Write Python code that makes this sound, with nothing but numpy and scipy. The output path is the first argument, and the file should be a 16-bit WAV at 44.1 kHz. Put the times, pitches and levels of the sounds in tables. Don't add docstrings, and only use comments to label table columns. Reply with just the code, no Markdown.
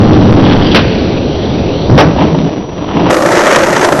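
import sys
import numpy as np
from scipy import signal
from scipy.fft import rfft, irfft, next_fast_len
from scipy.io import wavfile
from scipy.ndimage import map_coordinates

SR = 44100
rng = np.random.default_rng(int(sys.argv[2]) if len(sys.argv) > 2 else 0)


def wrap_up_sound(samples):
    columns = np.atleast_2d(samples).T
    tamed = np.clip(columns, -1, 1)
    steps = np.round(tamed * 32767).astype(np.int16)
    wavfile.write(sys.argv[1], SR, steps)


N = 176400
ACTION_N = int(2.5 * SR)
ACTION_S = np.arange(ACTION_N) / SR
SLOW_UNTIL_S, SLOW_SPEED = 3.1, .5
SWAY_RATIO, SWAY_PER_S = .05, 14

# time_s, rumble_db, grit_db
LEDGE_ROLL = [(0, 1.5, -22), (.1, 1, -21), (.3, 2, -17), (.42, 0.5, -13.5), (.53, -2, -13.5),
              (.6, -2.5, -15.5), (.68, -13, -19.5), (.78, -5.5, -18), (.88, -28.5, -35.5)]
ASPHALT_ROLL = [(1.97, -19, -33), (2.05, -7.5, -28), (2.14, -16, -31), (2.22, -9, -16), (2.3, -13, -32),
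                (2.46, -13.5, -37), (2.53, -16, -33.5), (2.67, -27.5, -35), (2.8, -22.5, -28.5),
                (2.93, -14.5, -20), (3.08, -7, -17.5), (3.2, -12.5, -25.5), (3.35, -10, -16),
                (3.54, -6.5, -11.5), (3.66, -14.5, -18.5), (3.8, -13.5, -15), (4, -10.5, -36)]
# start_s, level_db, t60_s
TAIL_POPS = [(.746, 5, .04), (.751, 6.5, 0.042), (.758, 3, 0.037), (.768, 0.5, 0.044), (.790, -7.5, .08)]
WHEEL_THUMPS = [(1.895, 9, 0.22), (1.921, 1, .15), (1.950, 4.5, 0.097)]
BOARD_SLAMS = [(1.978, 12, 0.05), (1.985, 8.5, .045), (1.996, 9, 0.041), (2.006, 12, 0.022),
               (2.012, 5, 0.053)]
STONE_HITS = [(2.162, -13, 0.077), (2.185, -5, .07), (2.199, -10, 0.13), (2.219, 0, 0.027),
              (2.248, -10, 0.065), (2.271, -10, 0.056), (2.308, -13.5, 0.022), (2.346, -7, .025),
              (2.383, -6, 0.027), (2.425, -22, .03), (2.465, -7.5, 0.018), (2.474, -25, 0.022),
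              (2.606, -15.5, 0.029), (2.639, -18.5, 0.027), (2.688, -15.5, 0.035), (2.840, -10.5, 0.021),
              (2.881, -23, 0.035), (2.954, -15, .03), (2.968, 0, 0.026), (2.994, -5, 0.063),
              (3.064, -2, .035), (3.106, 2, .035), (3.128, 0.5, 0.044), (3.143, -0.5, 0.036),
              (3.167, 0.5, 0.032), (3.221, -0.5, .03), (3.259, -1.5, 0.038), (3.287, -1.5, 0.024),
              (3.315, -3.5, 0.17), (3.372, 3.5, 0.042), (3.392, -1.5, 0.051), (3.427, -28, 0.015),
              (3.451, -8, .03), (3.468, 7.5, .04), (3.493, -12, 0.057), (3.524, 1.5, 0.054),
              (3.547, -13, 0.025), (3.560, 13.5, 0.027), (3.633, 4.5, 0.033), (3.667, -3.5, 0.065),
              (3.700, -4, 0.018), (3.727, 0, 0.06), (3.766, 5, 0.021), (3.828, -2, 0.1), (3.846, 7, 0.037),
              (3.889, 1, 0.018), (3.922, 5, 0.04), (3.990, -2, 0.046)]
LEDGE_TICKS = [(.13, -14, 0.026), (.404, -12, 0.013), (.447, -3.5, 0.013), (.478, -15, 0.0076),
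               (.485, -11, 0.0066), (.496, -3, 0.01), (.522, -12, 0.011), (.529, -5, .015),
               (.541, -14, 0.0095), (.712, -11, 0.05)]
# pitch_hz, level_db, t60_s
BOARD_MODES = [(343, -11.5, 0.14), (554, -12, 0.048), (912, -8, .035), (1336, -10, 0.016),
               (1894, -8.5, 0.023)]
# time_s, level_db
DECK_LEVELS = [(1.98, -20), (2.07, -11), (2.17, -17), (2.3, -14), (2.46, -10.5), (2.52, -33), (2.8, -41)]
BEARING_LEVELS = [(.35, -32.5), (.5, -20.5), (.58, -26), (.66, -24), (.8, -27.5), (1, -27), (1.25, -36.5),
                  (1.45, -32.5), (1.61, -35.5), (1.82, -36.5), (1.9, -44), (2, -59)]
TRAFFIC_LEVELS = [(0, -6.5), (.9, -10.5), (1.4, -12), (1.88, -10.5), (2.15, -12.5), (2.65, -23),
                  (3.1, -16.5), (4, -14.5)]
# time_s, pitch_hz, level_db
WHIR_PATHS = [
    [(.55, 6720, -38), (.67, 6260, -26.5), (.9, 5230, -33), (1.15, 4760, -35.5), (1.3, 6000, -39.5),
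     (1.45, 6740, -34), (1.62, 7600, -50), (1.82, 8400, -31), (1.9, 9000, -41.5)],
    [(.62, 9500, -36), (.67, 9520, -27.5), (.9, 8850, -49), (1.2, 8100, -40), (1.45, 8600, -45)],
    [(1.55, 4600, -41), (1.67, 4950, -34), (1.76, 6100, -34.5), (1.86, 7230, -35.5), (1.9, 7400, -49)],
]
# freq_hz, level_db
LEDGE_SPECTRUM = [(40, 5), (100, -13.5), (150, -6), (230, 3), (290, -3), (400, 0.5), (490, -5), (600, 2.5),
                  (800, -11), (1150, -19), (2000, -27), (5000, -45)]
ASPHALT_SPECTRUM = [(40, -21.5), (100, -14), (160, -10.5), (250, -6), (360, 4), (460, -8), (580, 6),
                    (720, -3.5), (900, -6), (1080, -12), (1290, -5), (1550, -14), (1950, -15.5),
                    (2800, -25.5), (5000, -29), (11000, -35)]
GRIT_SPECTRUM = [(300, -24), (1000, 11), (2000, 9.5), (3000, 0), (4500, -8), (6400, -4.5), (8500, -16.5),
                 (11000, -27)]
POP_SPECTRUM = [(100, -13.5), (500, 12.5), (1000, 12), (1600, 1.5), (2600, 3.5), (4000, -1.5), (6000, -2),
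                (9000, -7), (12000, -13.5)]
THUMP_SPECTRUM = [(40, -11.5), (110, -18.5), (190, -5.5), (290, -5.5), (420, -13), (700, -23), (1500, -34),
                  (5000, -54)]
SLAM_SPECTRUM = [(100, -16.5), (350, -7), (800, 8.5), (1300, 9), (2000, 1.5), (3500, -6), (6000, -20),
                 (9000, -22.5), (12000, -15.5)]
STONE_SPECTRUM = [(150, -19), (350, 12.5), (580, 16), (750, -3), (1250, 8.5), (1550, 3), (1950, 5),
                  (2800, -12.5), (6500, -13), (11000, -25)]
CLINK_SPECTRUM = [(2000, -17.5), (5500, -6), (6700, 4.5), (7800, -5), (11000, -13)]
BEARING_SPECTRUM = [(1500, -12), (3000, 5), (5000, -3.5), (7000, -2), (9000, -1.5), (11000, -13)]
TRAFFIC_SPECTRUM = [(30, -1), (80, -4), (160, 3.5), (350, 0), (600, 0), (1000, -3), (1500, -12),
                    (2200, -20.5), (3500, -32), (8000, -28), (11500, -36.5)]
# freq_hz, gain_db
CAMERA_EQ = [(20, -7.5), (70, -5), (130, 0), (1000, 0), (2500, -0.38), (6000, 3), (10000, -1)]


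def rolling(rows, spectrum, bump_db, bumps_per_s, clump_db):
    rumble_db, grit_db = curves(rows)
    uneven_db = bump_db * wobble(bumps_per_s)
    rumble = coloured(wheel_contacts(), spectrum)
    read_index = np.cumsum(1 + SWAY_RATIO * wobble(SWAY_PER_S))
    rumble = map_coordinates(rumble, [read_index], mode='reflect')
    clumps = amp(clump_db * wobble(180))
    grit = unit_rms(clumps * coloured(wheel_contacts(), GRIT_SPECTRUM))
    return (amp(rumble_db) * rumble + amp(grit_db) * grit) * amp(uneven_db) * gate(rows)


def wheel_contacts(rate_per_s=3500):
    hit = rng.random(ACTION_N) < rate_per_s / SR
    force = rng.standard_normal(ACTION_N)
    boost_db = np.minimum(rng.exponential(size=ACTION_N), 3)
    return hit * force * amp(boost_db)


def blows(rows, spectrum, attack_s):
    power = np.zeros(ACTION_N)
    for start_s, level_db, t60_s in rows:
        age_s = np.maximum(ACTION_S - action_time(start_s), 0)
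        rise = 1 - np.exp(-age_s / attack_s)
        power += (rise * amp(level_db - 60 * age_s / t60_s)) ** 2
    return np.sqrt(power) * noise(spectrum)


def board_ring(rows):
    ring = np.zeros(ACTION_N + SR)
    age_s = ACTION_S[:SR // 8]
    for start_s, blow_db, _ in rows:
        start = int(action_time(start_s) * SR)
        for k, (pitch_hz, mode_db, t60_s) in enumerate(BOARD_MODES):
            envelope = amp(blow_db + mode_db + rng.normal(0, 2.5) - 60 * age_s / t60_s)
            bent_hz = pitch_hz * (1 + SWAY_RATIO * rng.normal())
            ring[start:start + len(age_s)] += (-1) ** k * envelope * np.sin(2 * np.pi * bent_hz * age_s)
    return ring[:ACTION_N]


def deck_drone(pitch_hz=341.5, width_hz=76):
    def bending_mode(hz):
        damping = 1j * hz * width_hz
        return (damping / (pitch_hz ** 2 - hz ** 2 + damping)) ** 2

    drone = unit_rms(filtered(wheel_contacts(), bending_mode))
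    return amp(curves(DECK_LEVELS)[0]) * drone * gate(DECK_LEVELS)


def bearings(whir_width_hz=580):
    spin = amp(curves(BEARING_LEVELS)[0]) * noise(BEARING_SPECTRUM) * gate(BEARING_LEVELS)
    for path in WHIR_PATHS:
        pitch_hz, level_db = curves(path)
        flutter = filtered(rng.standard_normal(ACTION_N),
                           lambda hz: np.exp(-.5 * (hz / whir_width_hz) ** 2))
        carrier = np.cos(2 * np.pi * np.cumsum(pitch_hz) / SR)
        spin += amp(level_db) * unit_rms(flutter * carrier) * gate(path)
    flicker_db = 1.8 * wobble(200)
    return amp(flicker_db) * spin


def yard_echo(x, level_db=-17, t60_s=.35):
    age_s = ACTION_S[:SR // 2]
    tail = rng.standard_normal(len(age_s)) * amp(-60 * age_s / t60_s)
    return amp(level_db) * signal.fftconvolve(x, tail / np.linalg.norm(tail))[:ACTION_N]


def traffic():
    return amp(curves(TRAFFIC_LEVELS)[0] + .25 * wobble(25)) * noise(TRAFFIC_SPECTRUM)


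def amp(db):
    return 10 ** (np.asarray(db) / 20)


def unit_rms(x):
    return x / np.sqrt(np.mean(x ** 2) + 1e-20)


def action_time(playback_s):
    return np.minimum(playback_s, SLOW_UNTIL_S) * SLOW_SPEED + np.maximum(playback_s - SLOW_UNTIL_S, 0)


def curves(rows):
    time_s, *columns = np.transpose(rows)
    return [np.interp(ACTION_S, action_time(time_s), column) for column in columns]


def gate(rows, fade_s=.01):
    start_s, end_s = action_time(rows[0][0]), action_time(rows[-1][0])
    return np.clip(np.minimum(ACTION_S - start_s, end_s - ACTION_S) / fade_s + 1, 0, 1)


def wobble(knots_per_s):
    return map_coordinates(rng.standard_normal(2048), [ACTION_S * knots_per_s], mode='wrap')


def filtered(x, gain_at_hz):
    size = next_fast_len(len(x) + 8192)
    return irfft(rfft(x, size) * gain_at_hz(np.fft.rfftfreq(size, 1 / SR)), size)[:len(x)]


def coloured(x, spectrum):
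    freq_hz, level_db = np.transpose(spectrum)
    return unit_rms(filtered(x, lambda hz: amp(np.interp(np.log(hz + 1), np.log(freq_hz), level_db))))


def noise(spectrum):
    return coloured(rng.standard_normal(ACTION_N), spectrum)


def scene():
    hits = blows(TAIL_POPS, POP_SPECTRUM, attack_s=.00023)
    hits += blows(BOARD_SLAMS, SLAM_SPECTRUM, attack_s=.0002)
    hits += amp(-7) * board_ring(TAIL_POPS + BOARD_SLAMS)
    hits += blows(STONE_HITS, STONE_SPECTRUM, attack_s=.0012) + board_ring(STONE_HITS)
    hits += blows(LEDGE_TICKS, CLINK_SPECTRUM, attack_s=.0019)
    ledge = rolling(LEDGE_ROLL, LEDGE_SPECTRUM, bump_db=0, bumps_per_s=78, clump_db=-.5)
    asphalt = rolling(ASPHALT_ROLL, ASPHALT_SPECTRUM, bump_db=1.67, bumps_per_s=130, clump_db=2.5)
    echo = yard_echo(hits)
    thumps = blows(WHEEL_THUMPS, THUMP_SPECTRUM, attack_s=.00073)
    action = ledge + asphalt + hits + thumps + deck_drone() + bearings() + echo + traffic()
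    return np.pad(action, (0, N - ACTION_N))[None]


def camera(x, ceiling=.8, knee=6, whine_hz=11632, whine_db=-39.5, top_hz=12600):
    x = signal.resample_poly(x, 2, 1)
    x = x / (1 + abs(x / ceiling) ** knee) ** (1 / knee)
    x = signal.resample_poly(x, 1, 2)
    x = filtered(x, lambda hz: amp(np.interp(hz, *np.transpose(CAMERA_EQ))))
    x += amp(whine_db) * np.sin(2 * np.pi * whine_hz * ACTION_S)
    return filtered(x, lambda hz: np.clip((top_hz - hz) / 1200, 0, 1))


def tape_playback(x, drive=1.08, top_hz=15800):
    read_index = action_time(np.arange(N) / SR) * SR
    played = map_coordinates(x, [read_index], order=5)
    limited = np.clip(drive * played, -1, 1)
    return filtered(limited, lambda hz: hz < top_hz)


def record(dry):
    return tape_playback(camera(dry[0, :ACTION_N]))[None]


dry = scene()
out = record(dry)
wrap_up_sound(out)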